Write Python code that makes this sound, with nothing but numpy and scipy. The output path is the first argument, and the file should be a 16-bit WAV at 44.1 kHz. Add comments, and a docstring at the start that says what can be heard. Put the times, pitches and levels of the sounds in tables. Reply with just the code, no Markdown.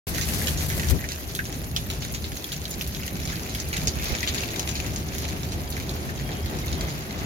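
"""Light rain on a city roof

A hand-held pair of microphones on a high flat roof. Close by, fat drips slap the wet concrete, ring
puddles and throw up droplets; all round, smaller drops patter in flurries and fine spray ticks.
Traffic rumbles far below, fading in lulls of the wind, and tyres hiss more clearly in the second half.
For the first second a gust blows drizzle across the left microphone."""
import sys
import numpy as np
from scipy import signal
from scipy.fft import rfft, irfft, next_fast_len
from scipy.io import wavfile

SR = 44100
rng = np.random.default_rng(int(sys.argv[2]) if len(sys.argv) > 2 else 0)


def wrap_up_sound(samples):
    """Save the sound to the file named by the first command line argument, as 16-bit audio."""
    columns = np.atleast_2d(samples).T
    # keep every value between -1 and 1, then stretch to whole-number steps
    tamed = np.clip(columns, -1, 1)
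    steps = np.round(tamed * 32767).astype(np.int16)
    wavfile.write(sys.argv[1], SR, steps)


N = 319725
TIME = np.arange(N) / SR

# wind pressing on a microphone: (frequency [Hz], level [dB])
BUFFET_SPECTRUM = [(20, -30), (45, -5), (76, 3.5), (110, -4), (170, -10), (300, -20), (550, -31),
                   (1200, -50)]
# a drop slapping wet concrete: (frequency [Hz], level [dB])
SLAP_SPECTRUM = [(200, -14), (900, -9), (1600, -1), (2500, 0.5), (4200, 2), (5200, -1), (6900, 4),
                 (7800, -11.5), (11500, -7), (16000, -14.5)]
# the finest droplets landing: (frequency [Hz], level [dB])
SPRAY_SPECTRUM = [(1000, -34), (3500, -9), (6800, 1.5), (7900, -7), (9500, 1.5), (11600, 6), (13200, 4.5),
                  (16000, -0.5)]
# the wet street coming out from behind the parapet: (time [s], level [dB])
STREET_LEVELS = [(0, -61), (3, -66), (4.3, -47.5), (5.5, -52), (7.25, -44.5)]
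# flurries of heavier rain: (peak time [s], half length [s], rise [dB])
RAIN_FLURRIES = [(.55, 0.46, 5.5), (3.3, 0.48, 4.5), (4.3, 0.51, 9), (5.25, 0.094, 6.5), (6.7, 0.24, 3.5)]


def amp(db):
    """Decibels to gain."""
    return 10 ** (np.asarray(db) / 20)


def unit(x):
    """Scales to an rms of one."""
    return x / np.sqrt(np.mean(x ** 2) + 1e-20)


def pan(left_over_right_db):
    """Gains of the two microphones for a source off to one side."""
    return amp([[left_over_right_db / 2], [-left_over_right_db / 2]])


def read(points, hz):
    """A spectrum table at the given frequencies."""
    table_hz, value = np.transpose(points)
    return np.interp(np.log(hz + 1), np.log(table_hz + 1), value)


def level(rows):
    """A (time [s], level [dB]) curve as a gain at every sample."""
    return amp(np.interp(TIME, *np.transpose(rows)))


def swells(rows):
    """Smooth rises or dips in dB, one bell for each row."""
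    return sum(db * np.exp(-((TIME - s) / half_s) ** 2) for s, half_s, db in rows)


def drift(rate_hz):
    """A random wander with an rms of one."""
    knots = rng.standard_normal(400)
    return unit(np.interp(TIME * rate_hz % 399, np.arange(400), knots))


def gate(start, end, fade_s):
    """One between start and end, with a fade just inside each."""
    return np.clip(np.minimum(TIME - start, end - TIME) / fade_s, 0, 1)


def add(mix, s, sound):
    """Mixes a stereo sound in at time s."""
    part = mix[:, max(round(s * SR), 0):][:, :sound.shape[1]]
    part += sound[:, :part.shape[1]]


def colour(x, points, size=1024):
    """Causal filter with the given spectrum, so that attacks stay sharp."""
    gain = amp(read(points, np.fft.rfftfreq(size, 1 / SR)))
    cepstrum = irfft(np.log(gain))
    cepstrum[1:size // 2] *= 2
    cepstrum[size // 2 + 1:] = 0
    response = irfft(np.exp(rfft(cepstrum)))
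    return signal.oaconvolve(x, response[None], axes=1)[:, :x.shape[1]]


def diffuse(points, size=N):
    """Noise from all round: alike at the two microphones in the bass, less so higher up."""
    # likeness of left and right: (frequency [Hz], correlation [-1 to 1])
    likeness = [(30, 1), (300, 0.91), (500, 0.6), (780, 0.36), (1050, -0.45), (1500, -0.47), (2400, -0.082),
                (3200, -0.36), (4100, 0.023), (5400, -0.14), (6700, -0.076), (8000, -0.69)]
    padded = next_fast_len(size)
    hz = np.fft.rfftfreq(padded, 1 / SR)
    left, unrelated = rfft(rng.standard_normal((2, padded)))
    same = np.clip(read(likeness, hz), -1, 1)
    pair = np.array([left, same * left + np.sqrt(1 - same ** 2) * unrelated])
    return unit(irfft(pair * amp(read(points, hz)), padded)[:, :size])


def arrive(x, lag_ms):
    """A sound from the right (positive lag) reaches the left microphone later."""
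    lag = int(round(lag_ms * SR / 1000))
    return np.array([np.pad(x, (max(delay, 0), 0))[:len(x)] for delay in (lag, -lag)])


def roof(x, echo_db, tail_db, t60):
    """The direct sound, a few hard echoes and a short scattered tail."""
    # echoes off floor and parapet: (delay [s], relative level [dB])
    echoes = [(.0037, -4.5), (.0052, -7), (.0093, -27), (0.011, -11), (0.0155, -32)]
    t = np.arange(SR // 4) / SR
    tail = rng.standard_normal((2, len(t))) * amp(-60 * t / t60) * (t > .002)
    response = amp(tail_db) * tail / np.linalg.norm(tail[0])
    response[:, 0] += 1
    for s, db in echoes:
        for side in response:
            side[int(s * rng.uniform(.88, 1.12) * SR)] += amp(db + echo_db)
    return signal.oaconvolve(x, response, axes=1)[:, :x.shape[1]]


def wind():
    """Gain of whatever the wind carries: a slow rise, broken by lulls."""
    # lulls and swells: (middle time [s], half length [s], change [dB])
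    lulls = [(1.14, 0.1, -3.5), (2.42, 0.088, -8.5), (2.68, 0.11, -5.5), (3.095, 0.026, -12),
             (3.47, 0.16, -4), (3.63, 0.022, -3), (4.54, 0.038, -4), (4.73, 0.02, 2), (6.8, 0.15, 1.5),
             (7.12, 0.088, -2.5)]
    return amp(-34 + .11 * TIME + swells(lulls))


def gusting(end_s=.93, fall_s=.018):
    """One while the opening gust blows, zero once it has dropped."""
    return np.clip((end_s - TIME) / fall_s + .5, 0, 1)


def city():
    """Far below: rumble and hum carried up by the wind, and traffic roar that grows with the street."""
    # distant machinery: (frequency [Hz], base level [dB], how far it follows the wind [0-1])
    hums = [(74.9, -39.5, 1), (148.6, -47, 0.97), (380.5, -51.5, 0.38)]
    # the city's rumble and the traffic's roar, each: (frequency [Hz], level [dB])
    rumble_spectrum = [(15, -47), (30, -18), (48, -3), (72, -0.5), (100, -4), (150, -4), (220, -11.5),
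                       (400, -23), (1000, -66)]
    roar_spectrum = [(60, -55), (170, 1), (260, 1), (380, -1), (470, -4.5), (700, -5.5), (900, -11),
                     (1300, -13), (2500, -15.5), (6000, -25.5), (16000, -63)]
    rumble = wind() * diffuse(rumble_spectrum) * amp(1.5 * drift(14))
    in_view = unit(level(STREET_LEVELS)) ** .28
    roar = amp(-37.5 + 3 * gusting()) * in_view * diffuse(roar_spectrum) * amp(1.48 * drift(20))
    carried = unit(wind() * amp(9.5 * gusting()))
    hum = 0
    for hz, db, follows in hums:
        gain = amp(db + 2 * drift(3.99)) * carried ** follows
        hum += gain * np.sqrt(2) * np.sin(2 * np.pi * hz * TIME + drift(4))
    return (rumble + roar + hum) * pan(.6)


def street():
    """Tyres hiss on the wet road below, clearer towards the edge of the roof."""
    # tyre hiss: (frequency [Hz], level [dB])
    tyre_spectrum = [(250, -27), (700, 10.5), (1200, 8.5), (2200, 3.5), (5000, 0), (16000, -45)]
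    return level(STREET_LEVELS) * diffuse(tyre_spectrum) * amp(2 * drift(12))


def whistles():
    """Thin far tones, blurred and wavering after the many paths between the buildings."""
    # whistles from the street: (start [s], end [s], pitch [Hz], level [dB])
    tones = [(6.1, 6.57, 3240, -52.5), (6.3, 6.46, 2880, -51), (6.68, 6.92, 3270, -49)]
    out = np.zeros((2, N))
    for start, end, hz, db in tones:
        phase = 2 * np.pi * np.cumsum(hz + 20 * drift(18)) / SR
        for side in out:
            blurred = (.6 + .7 * drift(110)) * np.cos(phase) + .7 * drift(110) * np.sin(phase)
            side += amp(db) * gate(start, end, fade_s=.08) * blurred
    return out * pan(3)


def breeze():
    """Small eddies brush each microphone on its own."""
    eddies = unit(colour(rng.standard_normal((2, N)), BUFFET_SPECTRUM, size=8192))
    return amp(-7.5) * wind() * eddies * amp(3.5 * np.array([drift(11), drift(11)]))


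def thumps(rise_s=.04, fall_s=.012, buffet_peak_hz=76):
    """Single eddies build up against the microphones and break off; small eddies thump higher."""
    # eddies: (time [s], level [dB], left over right [dB], centre [Hz])
    eddies = [(0.951, -22, 22.5, 74), (0.959, -29.5, 9, 257), (1.784, -41, 0, 68), (2.791, -32.5, -1, 190),
              (3.035, -40, -2, 72), (3.16, -32, -1, 150), (3.279, -33.5, -8, 100), (3.38, -31, -4, 157),
              (3.57, -34, -1, 150), (3.79, -31, 2, 145), (3.887, -25, -5, 92.5), (4.13, -30, -17, 60),
              (4.601, -33.5, 0, 300), (5.54, -26, 0, 62), (6.449, -27, 0, 72)]
    out, t = np.zeros((2, N)), np.arange(-SR // 5, SR // 10) / SR
    push = np.exp(-np.maximum(-t / rise_s, t / fall_s))
    for s, db, pan_db, centre_hz in eddies:
        spectrum = [(hz * centre_hz / buffet_peak_hz, band_db) for hz, band_db in BUFFET_SPECTRUM]
        eddy = unit(push * diffuse(spectrum, size=len(t))) * np.sqrt(np.mean(push ** 2))
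        add(out, s + t[0], amp(db) * pan(pan_db) * eddy)
    return out


def impacts(per_s, spread_db, limit):
    """Random impacts: many small, a few large, up to limit times spread_db above the smallest."""
    hit, size, sign = rng.random(N), rng.exponential(1, N), rng.choice([-1, 1], N)
    return (hit < per_s / SR) * sign * amp(spread_db * np.minimum(size, limit))


def dying(power, decay_s):
    """Envelope of impacts that die with the given time constant; keeps their energy."""
    keep = np.exp(-2 / (decay_s * SR))
    return np.sqrt(signal.lfilter([1 - keep], [1, -keep], power) + 1e-20)


def shower(per_s, spread_db, limit, slap_s, tail_db, tail_s, ring_db, ring_hz, patches=4):
    """Drops on wet patches, each patch with its own direction and pitch, and their scattered tail."""
    drops = impacts(per_s, spread_db, limit)
    patch = rng.integers(0, patches, N)
    grit = rng.standard_normal((3, N))
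    pitches = np.geomspace(*ring_hz, patches)
    out = np.zeros((2, N))
    for k, lag_ms in enumerate(rng.permutation(np.linspace(-.48, .48, patches))):
        power = drops ** 2 * (patch == k)
        side_ms = abs(lag_ms) if k % 2 else lag_ms  # most of the wet roof lies to the right
        slap = arrive(grit[0] * dying(power, slap_s), side_ms)
        splat = slap + amp(tail_db) * grit[1:] * dying(power, tail_s)
        ring = signal.lfilter(*signal.iirpeak(pitches[k], Q=6, fs=SR), splat)
        out += splat + amp(ring_db) * ring
    return out


def bubbles(per_s, pitch_hz, cycles, spread_db, kinds=24):
    """Tiny bubbles ring for a few cycles, each kind at its own pitch and from its own direction."""
    pops, kind = impacts(per_s, spread_db, limit=3), rng.integers(0, kinds, N)
    out, t = np.zeros((2, N)), np.arange(SR // 60) / SR
    for k, hz in enumerate(np.geomspace(*pitch_hz, kinds)):
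        age = hz * t / cycles
        ping = np.sqrt(hz) * age * np.exp(-age) * np.sin(2 * np.pi * hz * t)
        pings = signal.oaconvolve(pops * (kind == k), ping)[:N]
        out += arrive(pings, lag_ms=rng.uniform(-.23, .48))
    return unit(roof(out, echo_db=3.5, tail_db=-9.5, t60=.054))


def gust():
    """Wind buffets the left microphone and drives fine drizzle at it."""
    # wind-blown drizzle: (frequency [Hz], level [dB])
    drizzle_spectrum = [(500, 1.5), (2000, -2), (5000, 1), (7700, -1), (8700, -1), (11800, 3.5),
                        (16000, -5.5)]
    buffet = diffuse(BUFFET_SPECTRUM) * amp([[-29], [-38]])
    drops = shower(per_s=1500, spread_db=4.2, limit=4, slap_s=.0004, tail_db=-3, tail_s=.008,
                   ring_db=-4, ring_hz=(4500, 13000))
    drizzle = unit(colour(drops, drizzle_spectrum) * amp(3 * drift(38.46)))
    return gusting() * (buffet + drizzle * amp([[-32.5], [-37.5]]))


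def rain():
    """The smooth wash of rain farther off, the patter of middle-sized drops, and spray in clumps."""
    # distant rain: (frequency [Hz], level [dB])
    wash_spectrum = [(300, -20), (900, -1), (1600, 2.5), (3000, 1.5), (5000, 5), (6900, 1), (7900, -32),
                     (11500, -6.5), (16000, -7)]
    slaps = shower(per_s=190, spread_db=5.5, limit=2.3, slap_s=.0007, tail_db=-7, tail_s=.011,
                   ring_db=2, ring_hz=(1700, 6900), patches=10)
    plinks = bubbles(per_s=170, pitch_hz=(1900, 6780), cycles=6.5, spread_db=5.5)
    plops = bubbles(per_s=70, pitch_hz=(1800, 2900), cycles=5, spread_db=4, kinds=8)
    patter = unit(unit(colour(slaps, SLAP_SPECTRUM)) + .44 * plinks + .25 * plops)
    droplets = shower(per_s=560, spread_db=4.5, limit=3, slap_s=.00045, tail_db=1, tail_s=.0077,
                      ring_db=-2, ring_hz=(6500, 14800))
    fizz = bubbles(per_s=600, pitch_hz=(6000, 15750), cycles=2.7, spread_db=2)
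    spray = unit(unit(colour(droplets, SPRAY_SPECTRUM)) + 1.2 * unit(colour(fizz, SPRAY_SPECTRUM)))
    spray *= amp(drift(55))
    wash = diffuse(wash_spectrum) * amp(3.8 * drift(30))
    flurry_db = swells(RAIN_FLURRIES)
    patter_db = -45.5 + flurry_db + .05 * TIME
    spray_db = -43.5 + .27 * flurry_db - .5 * TIME  # thins towards the edge of the roof
    return amp(patter_db) * (patter + amp(-4) * wash) + amp(spray_db) * spray


def trickles(per_s=40, pitch_spread=.036, pitches=4):
    """Quick runs of drops that ring the same spot, each a little higher or lower."""
    # thin trickles: (start [s], end [s], pitch [Hz], bandwidth [Hz], level [dB])
    runs = [(0.098, 1.139, 1946, 130, -50.5), (2.95, 3.704, 2270, 300, -54), (3.945, 4.898, 2400, 240, -49),
            (6.555, 7.25, 2120, 300, -54.5)]
    out, t = np.zeros((2, N)), np.arange(SR // 20) / SR
    for start, end, hz, width_hz, db in runs:
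        ringing = 0
        for step in np.linspace(-1, 1, pitches):
            ping = np.sin(2 * np.pi * hz * (1 + pitch_spread * step) * t) * np.exp(-np.pi * width_hz * t)
            drops = impacts(per_s / pitches, spread_db=7, limit=.56)
            ringing += signal.oaconvolve(drops, ping)[:N]
        out += amp(db) * gate(start, end, fade_s=.025) * arrive(unit(ringing), lag_ms=.3)
    return roof(out, echo_db=5, tail_db=-3, t60=.043)


def ticks():
    """Single drops crack brightly on bare concrete near the microphones."""
    # a drop on bare concrete: (frequency [Hz], level [dB])
    crack_spectrum = [(500, -6), (1800, 5.5), (4200, -2), (6800, -9), (7900, -9), (12000, 0.5), (16000, 3)]
    cracks = shower(per_s=42, spread_db=3.5, limit=1.8, slap_s=.0014, tail_db=-4.5, tail_s=.008,
                    ring_db=-6, ring_hz=(1900, 4300))
    level_db = -45.5 + .28 * swells(RAIN_FLURRIES) - .7 * TIME
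    return amp(level_db) * unit(colour(cracks, crack_spectrum))


def spatters(droplets_per_s=10000):
    """Drops that burst into a cloud of bright ticks."""
    # bursts of fine droplets: (time [s], relative level [dB])
    bursts = [(0.2875, -24), (.688, -27), (1.351, -26), (2.122, -30), (2.4415, -32.5), (2.5218, -32),
              (2.706, -29), (2.815, -30), (2.876, -28.5), (3.063, -32), (3.548, -29), (3.6856, -30),
              (4.0407, -28.5), (5.1486, -33), (5.1823, -31.5), (5.7017, -28), (6.66, -33)]
    out, t = np.zeros((2, N)), np.arange(SR // 12) / SR
    for s, db in bursts:
        grit = rng.standard_normal((2, len(t)))
        landing = rng.random(len(t)) < droplets_per_s / SR
        cloud = .45 * np.exp(-t / .001) + .72 * landing * np.exp(-t / .011)
        add(out, s + .00068, amp(db + 6) * grit * cloud)
    return roof(colour(out, SPRAY_SPECTRUM), echo_db=-7, tail_db=-16, t60=.089)


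def splatter(t, gap_s, decay_s):
    """Envelope of an uneven run of small impacts, the first at time zero."""
    gaps, sizes = rng.uniform(.55, 1.45, (2, 24))
    age = t - gap_s * (np.cumsum(gaps) - gaps[0])[:, None]
    return np.sqrt(sizes ** 2 @ ((age >= 0) * np.exp(-2 * abs(age) / decay_s)))


def puddle(hz, ring_hz, ring_db, damping=.42):
    """The broad ring of a puddle; shallow ones ring higher and less purely."""
    width = damping * np.sqrt(ring_hz / 2000)
    resonance = 1 / (1 + 1j * (hz / ring_hz - ring_hz / hz) / width)
    return 1 + amp(ring_db) * resonance * abs(resonance)  # steep skirts make a round plop


def drip(ring_hz, ring_db, splash_db, flatten_s=.0004, slap_s=.0014):
    """A drop slaps and rings the puddle, its splash rings it a little lower, and droplets fall back."""
    t, hz = np.arange(SR // 6) / SR, np.fft.rfftfreq(SR // 6, 1 / SR) + 1
    grit, left, right = rng.standard_normal((3, len(t)))
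    crack, chance = rng.choice([-1, 1], len(t)), rng.random(len(t))
    lag_ms = rng.uniform(.28, .54)
    breakup = splatter(t, gap_s=.001, decay_s=.0008)
    slap = arrive(crack * breakup * (1 - np.exp(-t / flatten_s)) * np.exp(-t / slap_s), lag_ms)
    fizz = np.array([left, right]) + 5.1 * arrive(grit, lag_ms)
    splash_s = .011 / (.5 + max(ring_db, 0) / 42)  # deep water swallows the splash
    droplets = .2 + splatter(t, gap_s=.0042, decay_s=.0012)
    splash = fizz * (1 - np.exp(-t / .0089)) * np.exp(-t / splash_s) * droplets
    fallback = arrive(grit * (chance < 200 / SR) * (t > .034) * (t < .095), lag_ms)
    sound = 0
    for part, ring, db in ((slap, puddle(hz, ring_hz, ring_db), 0),
                           (splash, puddle(hz, .95 * ring_hz, ring_db), splash_db),
                           (fallback, 1, -20.5)):
        rung = irfft(rfft(colour(part, SLAP_SPECTRUM)) * ring, len(t))
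        sound += amp(db) * unit(rung) * np.sqrt(.0045 / t[-1])  # the energy of 4.5 ms at this level
    return roof(sound, echo_db=-7, tail_db=-8, t60=.075)


def drips():
    """Fat drips close to the microphones; their rebounds ring the puddle weakly and hardly splash."""
    # drips: (time [s], slap level [dB], ring pitch [Hz], ring strength [dB], splash over slap [dB])
    fat_drips = [(0.1462, -30.5, 3240, -17, 3), (0.1812, -28, 1760, 16, -1), (0.211, -27, 5550, -4, 3.5),
                 (0.286, -33.5, 2580, 7, 1), (.415, -35, 1920, 28, -2), (0.4704, -24.5, 2900, 0, -4),
                 (0.5728, -33, 6500, 8, 4), (.607, -34, 1900, 6, -3), (.7001, -28.5, 1840, 14, -0.5),
                 (0.7958, -27, 1830, 4, -3), (0.8309, -31.5, 1900, 19, 1.5), (0.885, -28.5, 5140, 1, -5),
                 (1.0406, -30.5, 1920, 21, -4), (1.0878, -29.5, 6000, -14, -0.5), (1.118, -29, 6030, 4, -4),
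                 (1.3493, -28.5, 3700, -5, -6), (1.3893, -24, 1700, 34, -3), (1.4528, -34.5, 6590, -3, -1),
                 (1.5243, -33, 6900, -15, -2), (1.7621, -19.5, 3520, -1, -9), (1.9001, -27.5, 3400, -5, -6),
                 (2.0211, -32, 3600, 5, 2), (2.048, -31.5, 1800, 4, -6), (2.138, -33.5, 6720, -28, 7),
                 (2.2412, -31.5, 3800, 9, -0.5), (2.3177, -35, 1900, 3, -9), (2.3704, -32.5, 5430, 12, -3),
                 (2.442, -30, 3380, 6, -14), (2.5178, -29.5, 3300, 0, -2), (2.562, -35.5, 6400, 12, -8),
                 (2.653, -28, 3780, 5, -14), (2.7098, -34, 6300, 12, 3), (2.739, -35, 5080, 5, -13),
                 (2.8104, -26, 2700, 10, -15), (2.9467, -31.5, 3600, 10, -10), (3.032, -34, 2220, 13, -6),
                 (3.0778, -29, 4140, -17, -20), (3.2523, -30.5, 6330, 16, -12),
                 (3.274, -32.5, 4050, -4, -0.5), (3.3203, -35.5, 1720, 7, 6), (3.3556, -33, 3500, 12, -7),
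                 (3.4936, -35, 4000, 0, 2), (3.5478, -30, 3550, 16, -6), (3.5988, -28, 6400, 15, -3),
                 (3.728, -27.5, 2250, 12, 3), (3.7638, -31, 2720, -7, -5), (3.8716, -19, 5500, 13, -5),
                 (3.9954, -34, 2130, 23, -3), (4.0312, -33, 3000, 5, -2), (4.1497, -26.5, 2220, 12, -4),
                 (4.2288, -23, 2450, 17, -3), (4.274, -24, 3450, 14, -7), (4.2838, -27, 3520, 14, -2),
                 (4.3445, -26.5, 2410, -4, -1.5), (4.3777, -30, 3600, 14, -5), (4.4344, -29, 2560, 5, -8),
                 (4.5586, -30.5, 4440, 1, -5), (4.5938, -23.5, 5830, -1, -10), (4.674, -30.5, 2430, -3, 0),
                 (4.6899, -27, 6200, 1, -2), (4.753, -30.5, 4770, 7, 2), (4.8, -27, 2540, 5, -11),
                 (4.8622, -32, 4000, -16, -3), (4.9598, -29, 6400, 1, -1), (5.1487, -33.5, 2070, -1, -8),
                 (5.1817, -31.5, 1890, 0, -1), (5.2312, -36, 3700, 16, -4), (5.25, -35, 2600, 2, -3),
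                 (5.282, -38, 4300, 10, -2), (5.431, -31.5, 4280, -4, -3), (5.5194, -32.5, 4220, -13, 0),
                 (5.723, -35, 3960, 12, -8), (5.7664, -30, 1900, 22, -4.5), (5.7989, -33.5, 2370, 2, -3),
                 (5.8923, -29.5, 4300, 7, -5), (6.0902, -34, 1850, 22, 0), (6.1963, -36, 1940, 10, -1),
                 (6.2896, -35, 1900, 16, -7), (6.3158, -36, 3900, 8, 0), (6.4588, -34, 4000, 6, -10),
                 (6.5862, -34, 6330, -2, -14), (6.68, -33, 3800, 6, -6), (6.727, -29.5, 4000, 5, -4),
                 (6.7514, -39, 3880, 14, -4), (6.808, -28.5, 2410, -7, -9), (7.1072, -36, 3880, 9, -19)]
    # large droplets thrown up that land in the same puddle: (time [s], level [dB])
    rebounds = [(0.4787, -30), (.4816, -26.5), (0.487, -34), (1.36, -33), (1.4017, -31), (1.77, -32),
                (1.7725, -33), (1.9114, -32), (2.1472, -31.5), (2.526, -31.5), (2.5343, -31.5),
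                (2.542, -37), (2.8194, -34), (3.7376, -30), (3.7672, -27.5), (3.7776, -29.5), (3.8755, -25),
                (3.8798, -23), (4.2329, -37), (4.279, -27), (4.288, -29), (4.3814, -29), (5.5245, -44)]
    # where the drips lie as the microphones swing: (time [s], left over right [dB])
    bearing = [(.8, -6), (1.3, -0.5), (4, -0.5), (4.6, 6.5), (5.2, -0.5), (7, -1.5)]
    out, landings = np.zeros((2, N)), list(fat_drips)
    for s, db in rebounds:
        _, _, ring_hz, ring_db, _ = max(row for row in fat_drips if row[0] < s)  # the drip just before
        landings.append((s, db, ring_hz, ring_db - 8, -28))
    for s, db, ring_hz, ring_db, splash_db in landings:
        pan_db = np.interp(s, *np.transpose(bearing))
        add(out, s + .0008, amp(db) * pan(pan_db) * drip(ring_hz, ring_db, splash_db))
    return out


def scene():
    """Water on the roof, the city below, and wind on the microphones."""
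    water = drips() + spatters() + ticks() + rain() + trickles()
    below = city() + street() + whistles()
    return water + below + breeze() + gust() + thumps()


def record(dry, open_s=.068, top_hz=16050):
    """The microphones open after a moment, and the very top of the treble is cut off."""
    opened = dry * np.clip((TIME - open_s) / .002, 0, 1)
    lowpass = signal.firwin(511, top_hz, window=("kaiser", 9), fs=SR)
    return signal.oaconvolve(opened, lowpass[None], "same")


dry = scene()
out = record(dry)
wrap_up_sound(out)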